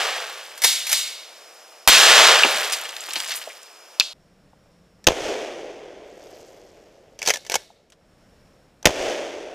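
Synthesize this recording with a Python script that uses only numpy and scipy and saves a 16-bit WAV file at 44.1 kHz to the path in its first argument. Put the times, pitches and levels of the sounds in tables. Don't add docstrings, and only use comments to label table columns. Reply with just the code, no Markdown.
import sys
import numpy as np
from scipy import signal
from scipy.fft import rfft, irfft
from scipy.io import wavfile

SR = 44100
rng = np.random.default_rng(int(sys.argv[2]) if len(sys.argv) > 2 else 0)


def wrap_up_sound(samples):
    columns = np.atleast_2d(samples).T
    tamed = np.clip(columns, -1, 1)
    steps = np.round(tamed * 32767).astype(np.int16)
    wavfile.write(sys.argv[1], SR, steps)


N = 420713
T = np.arange(N) / SR


def blasts(shots, fronts, gas, low_hz, high_hz, thump_db):
    pulses, roar = np.zeros(N), np.zeros(N)
    for s, db, weight_db in shots:
        for lag_s, pulse_db, length_ms, roar_db, decay_ms in fronts:
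            age = T[:2000] * 1000 / length_ms
            pulse = (1 - age) * np.exp(-age)
            add(pulses, s + lag_s, undb(db + weight_db + pulse_db) * pulse)
            add(roar, s + lag_s, undb(db + roar_db) * burst(decay_ms))
    thud = 2 * butter(pulses, [low_hz, high_hz], "band")
    deep = butter(butter(pulses, 40, "low", order=1), 130, "low")
    return thud + undb(thump_db) * deep + colour(roar, gas)


# t/s, level/dB, extra level of the pressure pulses/dB
STUMP_SHOTS = [(-0.64, 0, 0), (1.8755, -0.5, -1)]
# t after shot/s, relative pulse level/dB, pulse length/ms, gas level/dB, gas decay/ms
STUMP_FRONTS = [(0, -20, 1, 3, 3.9), (.008, -18.5, 0.35, -1.5, 8.7), (.019, -1, .23, -18.5, 4)]
# f/Hz, relative level/dB
STUMP_GAS = [(40, -2.5), (200, -22.5), (600, 1.5), (2000, 5), (5000, 1), (9000, -3), (15000, -1.5)]


def stump_blasts():
    return blasts(STUMP_SHOTS, STUMP_FRONTS, STUMP_GAS, low_hz=200, high_hz=3000, thump_db=7)


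# t/s, level/dB, extra level of the pressure pulses/dB
SHOOTER_SHOTS = [(5.0688, 0.3, 1), (8.8549, 1.44, -1.3)]
# t after shot/s, relative pulse level/dB, length/ms, gas/dB, decay/ms
SHOOTER_FRONTS = [(0, -13, 0.54, -2.5, 4.2), (.0045, -6, 1, 1, 1.6), (0.0105, -9.5, .85, -27.5, 3.5),
                  (0.0163, -1, .54, -8.5, 1.6), (.0202, -8, .37, -33.5, 5), (.038, -10.5, 0.51, -36, 5),
                  (0.0509, -16, 0.49, -30, 4)]
# f/Hz, relative level/dB
SHOOTER_GAS = [(40, -14), (200, -2), (550, -2.5), (1300, -4), (2400, -0.5), (3400, 2), (4400, -8.5),
               (6300, -2.5), (8500, -19), (15000, -21)]


def shooter_blasts():
    return blasts(SHOOTER_SHOTS, SHOOTER_FRONTS, SHOOTER_GAS, low_hz=329, high_hz=1010, thump_db=18)


def echoes(shots, waves, spectrum, dulling_db_per_octave, mellow_s, dull_s, spread_db):
    out, age = np.zeros(N), T[:3 * SR]
    strength = swells([(0, *wave) for wave in waves], age)
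    path = np.tanh(age / dull_s) - np.tanh(mellow_s / dull_s)
    octave = np.log2(np.clip(np.fft.rfftfreq(len(age), 1 / SR), 500, 16000) / 500)
    for s, db, _ in shots:
        returns = rfft(colour(grains(spread_db, 12000)[:len(age)], spectrum))
        wash = np.zeros(len(age))
        for k in range(6):
            band = irfft(returns * np.maximum(1 - abs(octave - k), 0))
            wash += band * undb(-dulling_db_per_octave * (k - 1) * path)
        add(out, s, undb(db) * strength * wash)
    return out


# level/dB, attack/s, fall/(dB/s)
STUMP_ECHO = [(-11, 0.061, 33), (-7, .41, 47.5), (-52.5, 1.6, 29.5)]
# f/Hz, relative level/dB
STUMP_WOOD = [(24, -59.5), (40, -52.5), (218, -38.5), (397, -10.5), (509, -5.5), (606, -3.5), (1050, -4),
              (1160, -2), (1820, 0), (2110, -2), (3140, 1), (4800, -3), (7710, -8.5), (13700, -22),
              (15500, -28.5)]


def stump_echo():
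    roll = echoes(STUMP_SHOTS, STUMP_ECHO, STUMP_WOOD,
                  dulling_db_per_octave=4.5, mellow_s=0.17, dull_s=0.39, spread_db=0)
    overload = undb(-2)
    return np.clip(roll, -overload, overload)


# level/dB, attack/s, fall/(dB/s)
SHOOTER_ECHO = [(-17, .002, 280), (-26.5, 0.23, 41), (-39.5, 0.49, 11.44)]
# f/Hz, relative level/dB
SHOOTER_WOOD = [(59, -54.5), (100, -39.5), (228, -16.5), (287, -7), (403, -0.5), (614, 1), (917, -12),
                (1180, -17), (2130, -13), (3460, -15), (3850, -22), (6260, -19.5), (7250, -26.5),
                (13400, -45), (15500, -48.5)]


def shooter_echo():
    return echoes(SHOOTER_SHOTS, SHOOTER_ECHO, SHOOTER_WOOD,
                  dulling_db_per_octave=4.5, mellow_s=0.22, dull_s=0.8, spread_db=1.5)


# t after shot/s, level/dB, attack/s, fall/(dB/s)
RECOIL = [(0, -48, 0.00299, 106), (.09, -46.5, 0.11, 230)]


def recoil():
    out = np.zeros(N)
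    for s, db, _ in SHOOTER_SHOTS:
        buffet = colour(rng.standard_normal(SR), [(50, -3.5), (120, -6.5), (500, -36), (2000, -80)])
        add(out, s, undb(db) * swells(RECOIL, T[:SR]) * buffet)
    return out


# f/Hz, width/Hz, relative level/dB
STEEL_MODES = [(894, 80, -4), (1740, 75, -1), (2020, 85, 0), (2230, 85, -2), (3140, 75, -3), (3390, 80, -4),
               (4450, 140, -1), (5840, 80, -3), (6100, 130, -2), (7530, 90, -7), (9860, 150, -7),
               (12200, 180, -8)]


def action(strikes, rubbing, spectrum, ring_db):
    sound = rubbing + undb(ring_db) * resonate(rubbing, STEEL_MODES)
    rings = np.array([undb(db) * mode(hz, width) for hz, width, db in STEEL_MODES])
    mode_shares = rng.standard_normal((len(strikes), len(STEEL_MODES)))
    for (s, db, decay_ms), shares in zip(strikes, mode_shares):
        contact = undb(db) * burst(decay_ms)
        add(sound, s, contact + undb(ring_db) * through(contact, unit(shares @ rings)))
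    return colour(sound, spectrum)


def sliding(strokes, spread_db):
    gain = np.zeros(N)
    for s, length_s, db in strokes:
        speed = np.clip((T - s) / length_s, 0, 1)
        past_stop_s = np.maximum(T - s - length_s, 0)
        gain += undb(db) * speed ** 2 * undb(-200 * past_stop_s)
    return gain * grains(spread_db, 3000)


# f/Hz, relative level/dB
ACTION_ECHO = [(200, -36.5), (500, -16.5), (1300, -11), (2400, -1), (3700, 5), (5500, 2), (8000, -0.5),
               (13000, -9), (15500, -16.5)]


def thicket(x, low_t60_s, high_t60_s, build_s, treble_db, split_hz, spectrum=ACTION_ECHO):
    t = T[:SR]
    build = 1 - np.exp(-t / build_s)
    low = diffuse(x, np.exp(-np.log(1000) * t / low_t60_s) * build)
    high = diffuse(x, np.exp(-np.log(1000) * t / high_t60_s) * build)
    low = butter(low, split_hz, "low", order=3)
    high = undb(treble_db) * butter(high, split_hz, "high", order=3)
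    return colour(low + high, spectrum)


# f/Hz, width/Hz, relative level/dB
TUBE_MODES = [(2220, 55, -4), (2900, 150, -10), (3720, 160, 0), (4040, 76, -4), (4400, 60, -6)]


def singing(rack, t60_s):
    ring = resonate(diffuse(rack, np.exp(-np.log(1000) * T[:SR] / t60_s)), TUBE_MODES)
    return butter(ring, 1500, "high", order=3)


# t/s, level/dB, decay/ms
STUMP_RACK = [(.5768, -31.5, 7.1), (.6187, -21.5, 10), (.638, -14, 17.5), (.6445, -8.5, 9.1),
              (.8672, -23.5, 17), (.893, -21.5, 13), (.916, -17, 18), (.9285, -7.5, 5)]
# t/s, length/s, rubbing level/dB
STUMP_STROKES = [(.612, 0.023, -17), (.82, .105, -27.5)]
# f/Hz, relative level/dB
STUMP_ACTION = [(59, -65), (100, -75), (306, -68), (541, -12), (898, -8), (1040, -12), (1660, -5),
                (1960, -0.5), (3120, -3.5), (6000, -1.5), (7560, -4), (12300, -2.5), (15500, -12)]
# t/s, level/dB, f/Hz, width/Hz, decay/ms
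STUMP_THUMP = [(.643, -15, 780, 550, 7)]


def stump_action():
    rubbing = sliding(STUMP_STROKES, spread_db=0.3)
    rack = action(STUMP_RACK, rubbing, STUMP_ACTION, ring_db=-15.5) + knocks(STUMP_THUMP)
    tail = thicket(rack, low_t60_s=0.79, high_t60_s=0.55, build_s=0.011, treble_db=1.5, split_hz=5000)
    return rack + undb(-2) * tail + undb(-9) * singing(rack, t60_s=0.9)


# t/s, level/dB, decay/ms
SHOOTER_RACK = [(7.190, -33.5, 6.5), (7.2177, -22, 1.7), (7.228, -21.5, 3.4), (7.2537, -24.5, 2.3),
                (7.261, -21, 7.7), (7.2746, -12, 6), (7.286, -10, 3.3), (7.295, -12, 2),
                (7.3025, -10.5, 5.8), (7.3375, -18, 7.3), (7.358, -23.5, 3.5), (7.370, -25, 3.7),
                (7.4497, -39.5, 6), (7.465, -35.5, 8.9), (7.4981, -13, 1.5), (7.519, -17, 4.1),
                (7.541, -13, 5.3), (7.5545, -9.5, 4.9)]
# t/s, length/s, rubbing level/dB
SHOOTER_STROKES = [(7.175, .11, -32.5), (7.485, 0.029, -33)]
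# f/Hz, relative level/dB
SHOOTER_ACTION = [(35, -70.5), (60, -28), (291, -16), (413, -5), (599, -0.5), (999, -9), (1200, -15.5),
                  (1740, -5.5), (1870, -11), (2310, -3.5), (4120, -9.5), (5980, -2.5), (8670, -16),
                  (13500, -22.5), (15500, -26.5)]
# t/s, level/dB, f/Hz, width/Hz, decay/ms
HANDLING = [(4.532, -49.5, 750, 401, 4.3), (4.658, -52, 701, 500, 6.2), (7.2175, -20.5, 2500, 600, 2.4),
            (7.303, -13.5, 1950, 800, 5.4), (7.556, -49, 129, 150.4, 15), (7.702, -43.5, 650, 300, 5.3),
            (7.901, -50.5, 4500, 7000, 4.4), (7.9211, -48.5, 1970, 4980, 10.3),
            (8.846, -28.5, 1106, 1524, 3.3)]
HAMMER_LEAD_S, HAMMER_DB, HAMMER_DECAY_MS = 0.0268, -35, 2.7


def shooter_action():
    hammer = [(s - HAMMER_LEAD_S, HAMMER_DB, HAMMER_DECAY_MS) for s, *_ in SHOOTER_SHOTS]
    rubbing = sliding(SHOOTER_STROKES, spread_db=1.2)
    rack = action(SHOOTER_RACK + hammer, rubbing, SHOOTER_ACTION, ring_db=-11) + knocks(HANDLING)
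    tail = thicket(rack, low_t60_s=0.67, high_t60_s=0.455, build_s=0.012, treble_db=-0.5, split_hz=6900)
    return rack + undb(-29.5) * tail + undb(-30.5) * singing(rack, t60_s=0.65)


# t/s, level/dB, f/Hz, width/Hz, decay/ms
CRACK = [(3.9987, 7.5, 4090, 2720, 0.82), (4.0035, -10, 3900, 1400, 4), (4.0065, -13.5, 2590, 220, 4.4),
         (4.008, -21.5, 1710, 2500, 6.3)]
# f/Hz, relative level/dB
CRACK_ECHO = [(200, -29.5), (1900, -20.5), (2650, -2), (4200, 4), (5200, -3.5), (7000, -11.5),
              (15000, -34.5)]


def hard_crack():
    crack = knocks(CRACK)
    tail = thicket(crack, low_t60_s=0.47, high_t60_s=0.38, build_s=0.018, treble_db=4, split_hz=5600,
                   spectrum=CRACK_ECHO)
    return crack + undb(-18.5) * tail


def knocks(rows):
    out = np.zeros(N)
    for s, db, hz, width_hz, decay_ms in rows:
        low_hz = np.hypot(hz, width_hz / 2) - width_hz / 2
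        high_hz = min(low_hz + width_hz, SR / 2 - 100)
        ring = unit(butter(signal.unit_impulse(4096), [low_hz, high_hz], "band"))
        add(out, s, undb(db) * through(burst(decay_ms), ring))
    return out


def patter(showers, spectrum, spread_db):
    ticks = np.zeros(N)
    for hz in np.geomspace(700, 13000, 7):
        ticks += through(grains(spread_db, 600), mode(hz, hz / 3, size=512)) * np.sqrt(hz)
    ticks = colour(ticks, spectrum)
    return swells(showers, T) * ticks / np.std(ticks)


# t/s, level/dB, f/Hz, width/Hz, decay/ms
LANDINGS = [(2.4342, 0.5, 2700, 899, 3.3), (2.445, -18, 433, 509, 14), (2.447, -11, 1180, 1800, 6.7),
            (2.54, -39, 160, 150, 19), (2.7225, -19.5, 4600, 8000, 22), (2.733, -18, 3630, 4500, 10.6),
            (2.8537, -27, 2380, 2400, 6.5), (2.8907, -27.5, 3720, 4000, 4), (2.9655, -24, 2900, 4500, 2.9),
            (3.0054, -28.5, 7023, 1500, 4.4), (3.085, -29, 790, 900, 6.1), (3.1072, -24, 3600, 4000, 3.4),
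            (3.1343, -16, 4170, 8000, 2.2), (3.1566, -20, 3400, 3000, 14), (3.16, -31.5, 530, 885, 16),
            (3.2015, -20.5, 3500, 6000, 5.3), (3.305, -24.5, 2800, 3470, 20),
            (3.319, -23.5, 3000, 4000, 11), (3.358, -26.5, 10030, 7000, 18),
            (3.4145, -32.5, 2240, 1838, 12), (3.473, -30.5, 550, 220, 11), (3.50, -35.5, 2060, 900, 10),
            (3.6305, -37.5, 6100, 6000, 3.5), (3.6669, -40, 4200, 1500, 3.7)]
# start t/s, level/dB, attack/s, fall/(dB/s)
DIRT_SHOWERS = [(-.3, -36.5, 0.36, 20.5), (.5, -44.5, 0.43, 34), (2.3, -26.5, 0.32, 44),
                (2.93, -30.5, 0.37, 63.5)]
# f/Hz, relative level/dB
LEAVES = [(200, -21), (600, -5), (2800, 2.5), (6000, -1.5), (10000, -4.5), (15000, -9.5)]


def debris():
    return knocks(LANDINGS) + patter(DIRT_SHOWERS, LEAVES, spread_db=-1)


# start t/s, level/dB, attack/s, fall/(dB/s)
SIFTING = [(6.01, -56, 0.35, 22)]
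# f/Hz, relative level/dB
SHREDS = [(1000, -6.5), (2000, -2), (4200, 4), (6300, 7.5), (9000, -5), (13500, -7), (15500, -18)]


def sifting_shreds():
    return patter(SIFTING, SHREDS, spread_db=-1)


def air(spectrum, db, insect_db, insect_hz):
    sway_db = np.interp(T, np.linspace(0, T[-1], 80), rng.standard_normal(80))
    ring = mode(insect_hz, 700)
    insects = through(rng.standard_normal(N), unit(through(ring, ring)))
    leaves = undb(db + 0.4 * sway_db) * colour(rng.standard_normal(N), spectrum)
    return leaves + undb(insect_db + sway_db[::-1]) * insects


# f/Hz, relative level/dB
STUMP_AIR = [(35, -87), (60, -63.5), (87, -31), (278, -19.5), (351, -9), (394, -11), (464, -4), (673, -2.5),
             (1050, -7.5), (1200, -6.5), (2100, -11.5), (2410, -8), (4030, -14.5), (5320, -11),
             (15500, -23.5)]


def stump_air():
    return air(STUMP_AIR, db=-48, insect_db=-57.5, insect_hz=5200)


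# f/Hz, relative level/dB
SHOOTER_AIR = [(15, -30), (25, -3.5), (107, -8.5), (178, -7), (378, -13.5), (482, -10.5), (582, -11),
               (648, -13.5), (919, -20.5), (1410, -21), (2010, -24.5), (4750, -31.5), (5140, -46),
               (6730, -32), (15500, -45.5)]
# t/s, level change/dB, half length/s
AIR_SHIFTS = [(7.826, -6.5, 0.24), (8.35, 3.5, 0.3)]


def shooter_air():
    shift_db = sum(db * np.exp(-((T - s) / half_s) ** 2) for s, db, half_s in AIR_SHIFTS)
    return undb(shift_db) * air(SHOOTER_AIR, db=-58.5, insect_db=-74.5, insect_hz=5400)


# start t/s, level/dB, attack/s, fall/(dB/s)
DRONE = [(4.0, -60.5, 0.64, 11)]


def low_drone():
    rest_db = -75
    return np.hypot(swells(DRONE, T), undb(rest_db)) * through(rng.standard_normal(N), mode(181, 30))


def at_stump():
    filtered = stump_echo() + stump_action() + debris() + hard_crack() + stump_air()
    return stump_blasts() + butter(filtered, 150, "high", order=3)


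def at_shooter():
    shots = shooter_blasts() + shooter_echo() + recoil()
    return shots + shooter_action() + sifting_shreds() + shooter_air() + low_drone()


def scattered(x, side_db, db_per_octave, smear_s):
    out = np.zeros(N)
    for octave in range(4):
        edges_hz = np.array([1, 2]) * SR / 5.6 / 2 ** octave
        band = unit(butter(signal.unit_impulse(512), edges_hz, "band", order=3))
        smeared = diffuse(butter(x, edges_hz, "band", order=3), np.exp(-T[:2000] / smear_s))
        out += undb(side_db - db_per_octave * octave) * through(smeared, band)
    return out


def undb(db):
    return 10 ** (np.asarray(db) / 20)


def unit(h):
    return h / np.sqrt(np.sum(h ** 2))


def through(x, h):
    return signal.oaconvolve(x, h)[:len(x)]


def butter(x, hz, kind, order=2):
    return signal.sosfilt(signal.butter(order, hz, kind, fs=SR, output="sos"), x)


def colour(x, points, size=4096):
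    hz, db = np.transpose(points)
    log_hz = np.log(np.fft.rfftfreq(size, 1 / SR) + 1)
    log_gain = np.log(undb(np.interp(log_hz, np.log(hz), db)))
    cepstrum = irfft(log_gain) * (1 + np.sign(size // 2 - np.arange(size)))
    return through(x, unit(irfft(np.exp(rfft(cepstrum)))))


def mode(hz, width_hz, size=4096):
    t = T[:size]
    return unit(np.exp(-np.pi * width_hz * t) * np.sin(2 * np.pi * hz * t))


def resonate(x, modes):
    return through(x, unit(sum(undb(db) * mode(hz, width) for hz, width, db in modes)))


def burst(decay_ms, size=6000):
    return rng.standard_normal(size) * np.exp(-T[:size] * 1000 / decay_ms)


def grains(spread_db, per_s):
    size = undb(spread_db * np.minimum(rng.exponential(size=N), 5))
    x = rng.standard_normal(N) * size * (rng.random(N) < per_s / SR)
    return x / np.std(x)


def diffuse(x, decay):
    energy = np.abs(through(x ** 2, unit(decay) ** 2))
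    return np.sqrt(energy) * rng.standard_normal(N)


def swell(t, attack_s, fall_db_per_s):
    rise = np.sin(np.pi / 2 * np.clip(t / attack_s, 0, 1))
    return rise * undb(-fall_db_per_s * np.maximum(t - attack_s, 0))


def swells(rows, t):
    return np.sqrt(sum((undb(db) * swell(t - s, attack_s, fall)) ** 2 for s, db, attack_s, fall in rows))


def add(out, s, x):
    start = int(round(s * SR))
    x = x[max(-start, 0):N - start]
    out[max(start, 0):max(start, 0) + len(x)] += x


def scene():
    cut_s = 4.133
    stump = at_stump()
    side = scattered(stump, side_db=-10.5, db_per_octave=11.5, smear_s=0.005)
    pair = np.array([np.roll(stump + side, 1), stump - side])
    return np.where(T < cut_s, pair, at_shooter())


def record(dry):
    low_pass = signal.ellip(10, 0.2, 80, 15400, fs=SR, output="sos")
    return signal.sosfilt(low_pass, np.clip(dry, -0.95, 0.95))


dry = scene()
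out = record(dry)
wrap_up_sound(out)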